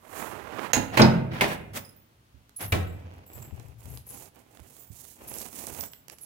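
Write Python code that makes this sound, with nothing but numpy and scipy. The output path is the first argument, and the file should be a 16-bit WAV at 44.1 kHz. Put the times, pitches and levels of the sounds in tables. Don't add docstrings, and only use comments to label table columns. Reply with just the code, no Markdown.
import sys
import numpy as np
from scipy import signal
from scipy.fft import rfft, irfft
from scipy.io import wavfile
from scipy.ndimage import uniform_filter1d

SR = 44100
rng = np.random.default_rng(int(sys.argv[2]) if len(sys.argv) > 2 else 0)


def transcribe(signal):
    frames = np.atleast_2d(signal).T
    limited = np.clip(frames, -1, 1)
    pcm = np.round(limited * 32767).astype(np.int16)
    wavfile.write(sys.argv[1], SR, pcm)


N = 275625
TIME = np.arange(N) / SR
PORT_LAG = 14

# pitch_hz, level_db, t60_s
LATCH = [(2013, -9, .07), (2676, -10, .07), (5600, -7, .03), (6298, -3, .06), (6600, 0, .12),
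         (6858, 0, .14), (7050, -7, .06), (13490, -13, .05)]
DOOR = [(54, -17, .6), (132, -2, .5), (180, -1, .38), (221, 1, .42), (258, -6, .3), (328, -9, .4),
        (470, -7, .25), (630, -11, .35), (732, -9, .35), (824, -9, .35), (915, -7, .27)]
SECOND_DOOR = [(87, 0, .42), (91, -4, .36), (188, -9, .25), (323, -22, .3), (420, -16, .25),
               (495, -18, .25)]
FRAME = [(272, 0, 0.22), (310.2, -4.5, 0.26), (847, 1, .12)]
STRIKE_PLATE = [(3780, -7.5, 0.038), (4270, 1.5, 0.022), (4960, -2, 0.059), (5100, -2.5, .025),
                (5710, -9, 0.039), (6460, -15.5, .03)]
BOLT = [(2150, -4, .022), (2350, 0, .025), (2560, -1, .022), (2850, -5, .02)]
# freq_hz, density_db_per_hz
RATTLE = [(45, -6), (120, 0), (300, -5), (600, 0), (1200, -1.5), (2500, -4.5), (5000, -17), (12000, -24)]
# start_s, rattle_db, hardness_db_per_octave, fade_s, left_right_db, ring_db, part
DOOR_BLOWS = [(0.7324, -13, 2.4, 0.0075, -9, -25.5, LATCH), (.767, -25, -3.5, 0.0089, -5, -26.5, FRAME),
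              (0.9715, -11.5, 0.5, 0.011, -6, -24, FRAME), (.995, -10, -2, 0.014, -0.5, -15, DOOR),
              (1.0182, -14, -2, .01, -6, -15, STRIKE_PLATE), (1.4097, -12, 1.8, 0.0058, -2.5, -11.5, BOLT),
              (2.7214, -18, 4, 0.0049, 1, -21, SECOND_DOOR), (2.725, -19, -3, .014, -3.5, -22.5, BOLT)]


def doors():
    rattles, rings = np.zeros((2, N)), np.zeros((2, N))
    t = np.arange(8192) / SR
    for start_s, rattle_db, hardness_db, fade_s, pan_db, ring_db, part in DOOR_BLOWS:
        spectrum = [(hz, band_db + hardness_db * np.log2(hz)) for hz, band_db in RATTLE]
        rattle = evened(colour(rng.standard_normal((2, len(t))), spectrum))
        rattle = rattle * np.exp(-t / fade_s) * (1 - np.exp(-t / 0.0013))
        add(rattles, start_s, gain_of(rattle_db) * sides(pan_db) * rattle)
        lowest_hz = part[0][0]
        tone = ring(part, rise_s=1 / (np.pi * lowest_hz))
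        add(rings, start_s, gain_of(ring_db) * sides(pan_db) * tone)
    return rattles, rings


def ring(modes, rise_s, buzz_share=0.032, buzz=0.61):
    t = np.maximum(np.arange(SR) - np.array([[PORT_LAG], [0]]), 0) / SR
    out = np.zeros((2, SR))
    for hz, db, t60_s in modes:
        buzzing = waver(SR, width_hz=buzz_share * hz + 6, depth=buzz * hz / (hz + 600))
        decay = gain_of(db - 60 * t / t60_s)
        out += (decay * np.exp(2j * np.pi * hz * t) * buzzing).imag
    return out * (1 - np.exp(-t / rise_s))


# start_s, length_s, grind_db, hiss_db
SLIDES = [(0.918, 0.12, -32.5, -44), (1.306, 0.14, -34.5, -52), (1.406, 0.062, -25, -42),
          (1.46, 0.1, -31, -38), (1.732, 0.069, -44, -36), (2.589, 0.088, -40.5, -40.5)]
# freq_hz, density_db_per_hz
GRIND = [(88, -48), (150, -2), (330, -7.5), (485, -9), (770, -2.5), (832, -4), (941, -6.5), (1170, -11),
         (1910, -8), (6000, -28), (7800, -49.5), (13200, -120)]


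def sliding(fullness=0.82):
    hiss_spectrum = [(2000, 4), (4500, -3), (9000, -2.5), (15000, -3.5)]  # freq_hz, density_db_per_hz
    grind = friction(GRIND, slips_per_s=1600, spread_db=2.0, smooth=0.84, flutter_db=2.5)
    hiss = friction(hiss_spectrum, slips_per_s=1600, spread_db=-0.5, smooth=0.78, flutter_db=2.5)
    out = np.zeros((2, N))
    for start_s, length_s, grind_db, hiss_db in SLIDES:
        scrape = gain_of(grind_db) * grind + gain_of(hiss_db) * hiss
        out += arch(start_s, length_s, fullness) * scrape
    return sides(-3) * out


# pitch_hz, level_db, t60_s
SMALL_KEY = [(9400, -14, .03), (10890, -1, .17), (11860, -4, .06), (12080, -9, .07), (12510, 0, .11),
             (12650, -5, .09), (13200, -15, .05), (15600, -19, .06)]
LONG_KEY = [(7380, -8, .13), (7820, -4, .11), (11350, -7, .11), (11580, -10, .1), (12490, -4, .14),
            (13550, -5, .13), (14890, -2, .2)]
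KEY_RING = [(5060, -11, .08), (9950, -3, .11), (11200, -8, .08)]
# start_s, level_db, settle_s, brightness_db_per_octave, left_right_db, key
JANGLES = [(1.778, -63, .035, 49, -9, LONG_KEY), (1.847, -53.5, .012, -7, -9, KEY_RING),
           (1.891, -51, .012, -1, -7.5, KEY_RING), (1.96, -73, 0.041, 42.5, -5, LONG_KEY),
           (2.562, -42, 0.027, -9, -3, SMALL_KEY), (2.611, -47, 0.089, 31, 2, SMALL_KEY),
           (2.87, -66.5, 0.058, -10, 2, LONG_KEY), (3.262, -60, .1, 3.5, -1, LONG_KEY),
           (3.331, -49.5, 0.033, 0, 7, LONG_KEY), (3.419, -53.5, 0.03, -7, 2, LONG_KEY),
           (3.784, -72.5, 0.13, 24, 10, SMALL_KEY), (3.898, -58.5, 0.095, 1, 7, SMALL_KEY),
           (4.065, -53, 0.09, -6, 6, SMALL_KEY), (4.792, -57.5, 0.059, 9.5, -10.5, LONG_KEY),
           (5.274, -48.5, 0.2, 17, -5, SMALL_KEY), (5.79, -48, 0.018, 28, -13, LONG_KEY),
           (5.835, -49, 0.019, -14, -1, LONG_KEY), (5.914, -57.5, 0.043, 9, -6, LONG_KEY),
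           (6.1163, -62.5, 0.017, 2, 3, SMALL_KEY), (6.21, -51.5, 0.025, -18, -3, SMALL_KEY)]
KNOCK_GAP_S = .02


def keys(uneven_db=4, detune=0.0032, tick_db=-5, count=7):
    out, t = np.zeros((2, N)), np.arange(10000) / SR
    for start_s, db, settle_s, tilt_db, pan_db, key in JANGLES:
        hz, mode_db, t60_s = np.transpose(key)[:, :, None]
        hz = hz * (1 + detune * rng.standard_normal(hz.shape))
        decay = gain_of(mode_db + tilt_db * np.log2(hz / 12000) - 60 * t / t60_s)
        tones = decay * np.exp(2j * np.pi * hz * t)
        tones *= waver(tones.shape, width_hz=90, depth=.9) * (1 - np.exp(-t / .001))
        gaps_s = KNOCK_GAP_S * (.5 + rng.random(count))
        for delay_s in np.cumsum(gaps_s) - gaps_s[0]:
            sizes = gain_of(uneven_db * rng.standard_normal((2, len(key))))
            weights = sizes * np.exp(2j * np.pi * rng.random((2, len(key))))
            bright_noise = np.diff(rng.standard_normal((2, len(t) + 1)))
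            tick = gain_of(tick_db) * bright_noise * np.exp(-t / 0.0097)
            knock = (weights @ tones).real + tick
            knock_gain = gain_of(db) * np.exp(-delay_s / settle_s)
            add(out, start_s + delay_s, knock_gain * sides(pan_db) * knock)
    return out


# start_s, length_s, rub_db, swish_db, left_right_db
BRUSHES = [(2.882, 0.47, -54.5, -84, -2.5), (3.293, 0.22, -51.5, -60.5, -13),
           (3.499, 0.25, -53.5, -63, -5.5), (3.777, 0.25, -53.5, -54, -9.5),
           (4.054, 0.25, -51, -46.5, -14.5), (4.332, 0.11, -55.5, -61.5, -24),
           (4.432, 0.28, -60, -64, -18.5), (4.625, .28, -60, -53.5, -14), (4.902, 0.28, -62, -47, -18),
           (5.156, 0.18, -50, -53.5, -2), (5.271, .25, -45.5, -41.5, -17.5), (5.508, 0.2, -47, -39.5, -11),
           (5.663, 0.23, -44, -42.5, -18), (6.11, 0.035, -51, -53, -22), (6.17, 0.16, -63, -55, -14)]
# freq_hz, density_db_per_hz
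RUB = [(60, -14.5), (150, -0.5), (300, 2.5), (600, 1), (820, 1), (1150, -6.5), (1600, -10), (2600, -8.5),
       (4000, -21), (6500, -24), (11000, -63)]
SWISH = [(1500, -15.5), (3000, -9.5), (5000, -5.5), (6800, 2.5), (9500, 2), (12500, 3), (15500, 0)]


def bag(rub_pan_db=0, swish_pan_db=-1, crease_db=-5, fullness=0.71):
    rub = friction(RUB, slips_per_s=630, spread_db=4.0, smooth=1.0, flutter_db=2.5)
    swish = friction(SWISH, slips_per_s=880, spread_db=-3.0, smooth=1.7, flutter_db=1.74)
    crackle, out = creases(), np.zeros((2, N))
    for start_s, length_s, rub_db, swish_db, pan_db in BRUSHES:
        crackle_db = (rub_db + swish_db) / 2 + crease_db
        folds = gain_of(rub_db) * rub + gain_of(crackle_db) * crackle
        stroke = folds * sides(pan_db + rub_pan_db)
        stroke = stroke + gain_of(swish_db) * swish * sides(pan_db + swish_pan_db)
        out += arch(start_s, length_s, fullness) * stroke
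    return out


def creases(per_s=22, spread_db=3, fade_s=0.003):
    sizes = gain_of(spread_db * np.minimum(rng.exponential(1, N), 3)) * (rng.random(N) < per_s / SR)
    envelope = signal.lfilter([1], [1, -np.exp(-1 / (fade_s * SR))], sizes)
    snaps = envelope * rng.standard_normal((2, N))
    return evened(colour(snaps, [(200, 13), (1000, 4.5), (3000, -0.5), (7000, 5), (15000, 6)]))


# time_s, rub_db, swish_db
DRAG = [(0.0, -65.5, -73), (0.188, -38.5, -42), (0.431, -45, -61.5), (0.508, -42, -62), (0.646, -36, -51.5),
        (0.722, -45, -63.5)]
# freq_hz, density_db_per_hz
DRAG_RUB = [(60, -33), (120, -7), (300, -1), (700, -0.5), (1100, -2), (1800, -8), (2700, -13.5),
            (4000, -22.5), (7000, -30.5), (12000, -56)]


def drag(rub_pan_db=-25, swish_pan_db=-16):
    time_s, rub_db, swish_db = np.transpose(DRAG)
    rub = friction(DRAG_RUB, slips_per_s=3000, spread_db=2.5, smooth=0.7, flutter_db=2.5)
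    swish = friction(SWISH, slips_per_s=4000, spread_db=1, smooth=1.5, flutter_db=.8)
    rasp = rub * level(time_s, rub_db) * sides(rub_pan_db)
    return rasp + swish * level(time_s, swish_db) * sides(swish_pan_db)


# start_s, level_db, mid_vs_treble_db
CLICKS = [(2.494, -45, -12), (3.5977, -41, -14), (3.9739, -34.5, -14), (4.5727, -39, 5), (4.6004, -44, -26),
          (5.3409, -34, -11), (5.3855, -25.5, -34), (5.416, -26.5, -24), (5.669, -22, -32),
          (5.8092, -23.5, -31), (5.8381, -29.5, -10), (5.9345, -32, -3), (6.083, -33.5, -14.5),
          (6.0987, -31.5, -10), (6.1855, -41, -17)]


def clicks(pan_db=-15, fade_s=0.0012):
    out, t = np.zeros((2, N)), np.arange(1024) / SR
    for start_s, db, mid_db in CLICKS:
        spectrum = [(150, mid_db - 0.5), (700, mid_db + 17.5), (3000, mid_db + 14), (7000, 4.5), (15000, -5)]
        tick = evened(colour(rng.standard_normal((2, len(t))), spectrum)) * np.exp(-t / fade_s)
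        add(out, start_s, gain_of(db) * sides(pan_db) * tick)
    return out


# start_s, length_s, level_db, left_right_db
SWELLS = [(0.068, 0.75, -56, -38.5), (1.1, .8, -46.5, -3.5), (2.97, 0.27, -55.5, 1),
          (3.323, 0.18, -46, -16), (3.4, 0.42, -46, 19), (3.72, 0.6, -57, -12), (3.832, .19, -43.5, 37),
          (5.176, 0.34, -56, -25), (5.592, 0.29, -49.5, -33)]
# start_s, level_db, time_to_peak_s, left_right_db
THUMPS = [(0.755, -26, 0.015, -11), (0.847, -38, 0.061, 0), (1.75, -45, .011, -17),
          (2.34, -42.5, 0.018, -16.5), (2.62, -31, 0.047, 0), (3.524, -19.5, 0.006, 29),
          (4.598, -38, 0.014, -18), (4.901, -31, 0.0093, -21)]
# freq_hz, density_db_per_hz
RUMBLE = [(25, -25), (45, -8), (65, 2), (90, -1.5), (120, 1.5), (190, -16.5), (430, -30), (1100, -54)]
THUMP = [(30, -24), (70, 5), (100, 4.5), (140, -7), (250, -18.5), (600, -37.5), (2000, -78)]


def lows(steady_db=-66, fullness=0.62):
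    rumble_gain = gain_of(steady_db)
    for start_s, length_s, db, pan_db in SWELLS:
        rumble_gain = rumble_gain + gain_of(db) * sides(pan_db) * arch(start_s, length_s, fullness)
    out = noise(RUMBLE) * rumble_gain
    t = np.arange(12000) / SR
    for start_s, db, peak_s, pan_db in THUMPS:
        push = evened(colour(rng.standard_normal((2, len(t))), THUMP))
        add(out, start_s, gain_of(db) * sides(pan_db) * push * t / peak_s * np.exp(-t / peak_s))
    return out


# freq_hz, t60_s
HALL_T60 = [(80, 1.09), (300, 0.91), (1000, 0.5844), (2500, 0.66), (5000, 0.35), (12000, 0.5)]
# freq_hz, level_db
HALL_DB = [(80, 4), (300, 5), (1000, 1), (2500, -3.5), (5000, 0), (12000, -3.5)]


def hall(x, early_db=4, early_s=0.023):
    taps = rng.standard_normal((2, SR)) * (rng.random((2, SR)) < 4000 / SR)
    hz, t, z = signal.stft(evened(colour(taps, HALL_DB)), SR, nperseg=256)
    late = gain_of(-60 * t / read(HALL_T60, hz)[:, None])
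    early = gain_of(early_db) * np.exp(-t / early_s)
    tail = signal.istft(z * (late + early), SR, nperseg=256)[1][:, :SR]
    tail = tail * (1 - np.exp(-TIME[:SR] / 0.0061))
    return signal.fftconvolve(x, tail / np.sqrt(np.sum(tail ** 2) / 2), axes=1)[:, :N]


# freq_hz, density_db_per_hz
AIR = [(25, -9.5), (110, -9.5), (230, -6.5), (400, -13.5), (1300, -17), (2200, -20.5), (3000, -21),
       (3600, -22.5), (8000, -29), (16000, -30)]
AIR_DB = -64.5


def air():
    return gain_of(AIR_DB) * noise(AIR)


def noise(spectrum):
    return evened(colour(rng.standard_normal((2, N)), spectrum))


def friction(spectrum, slips_per_s, spread_db, smooth, flutter_db):
    sizes = gain_of(spread_db * np.minimum(rng.exponential(1, N), 4)) * (rng.random(N) < slips_per_s / SR)
    slips = evened(sizes * rng.standard_normal((2, N))) + smooth * rng.standard_normal((2, N))
    catching = uniform_filter1d(uniform_filter1d(rng.standard_normal(N), size=500), size=200)
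    return evened(colour(slips, spectrum) * gain_of(flutter_db * evened(catching)))


def waver(shape, width_hz, depth):
    z = rng.standard_normal(shape) + 1j * rng.standard_normal(shape)
    z = signal.sosfilt(signal.butter(2, width_hz, fs=SR, output="sos"), z)
    return (1 + depth * evened(z)) / np.sqrt(1 + depth ** 2)


def arch(start_s, length_s, fullness):
    phase = (TIME - start_s) / length_s
    inside = (phase > 0) & (phase < 1)
    out = np.zeros(N)
    out[inside] = np.sin(np.pi * phase[inside]) ** abs(fullness)
    return out


# freq_hz, left_right_correlation
LIKENESS = [(150, 0.96), (300, 0.93), (600, 0.35), (1200, 0.35), (4000, 0.05), (15000, 0.19)]


def colour(pair, spectrum):
    hz, z = np.fft.rfftfreq(pair.shape[1], 1 / SR), rfft(pair)
    same = np.clip(read(LIKENESS, hz), 0, 1)
    lag = np.exp(-2j * np.pi * hz * PORT_LAG / SR)
    left = same * z[1] * lag + np.sqrt(1 - same ** 2) * z[0]
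    low_cut = hz ** 2 / (hz ** 2 + 30 ** 2)
    return irfft(np.array([left, z[1]]) * gain_of(read(spectrum, hz)) * low_cut, pair.shape[1])


def gain_of(db):
    return 10 ** (np.asarray(db) / 20)


def evened(x):
    return x / np.sqrt(np.mean(x ** 2) + 1e-20)


def read(points, hz):
    f, value = np.transpose(points)
    return np.interp(np.log(hz + 1), np.log(f + 1), value)


def level(time_s, db):
    return gain_of(np.interp(TIME, time_s, db, left=-140, right=-140))


def add(mix, start_s, sound):
    part = mix[:, round(start_s * SR):][:, :sound.shape[1]]
    part += sound[:, :part.shape[1]]


def sides(pan_db):
    pair = gain_of(np.array([pan_db, -pan_db]).reshape(2, -1) / 2)
    return pair / np.sqrt(np.mean(pair ** 2, 0))


def scene():
    blows, parts = doors()
    jangle, slide, tick = keys(), sliding(), clicks()
    cloth = bag() + drag()
    sent = gain_of(-1.5) * blows + gain_of(-9.0) * parts + gain_of(-7.0) * jangle
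    sent = sent + gain_of(-10) * slide + gain_of(-8.5) * tick + gain_of(-16.5) * cloth
    close = blows + parts + jangle + slide + tick + cloth
    close = close + drag()
    return close + hall(sent) + lows() + air()


CEILING = .9
EDGE_HZ = 15950


def record(dry):
    held = dry / (1 + (dry / CEILING) ** 4) ** .25
    lowpass = signal.firwin(401, EDGE_HZ, window=("kaiser", 8), fs=SR)
    return signal.oaconvolve(held, lowpass[None], "same")


dry = scene()
out = record(dry)
transcribe(out)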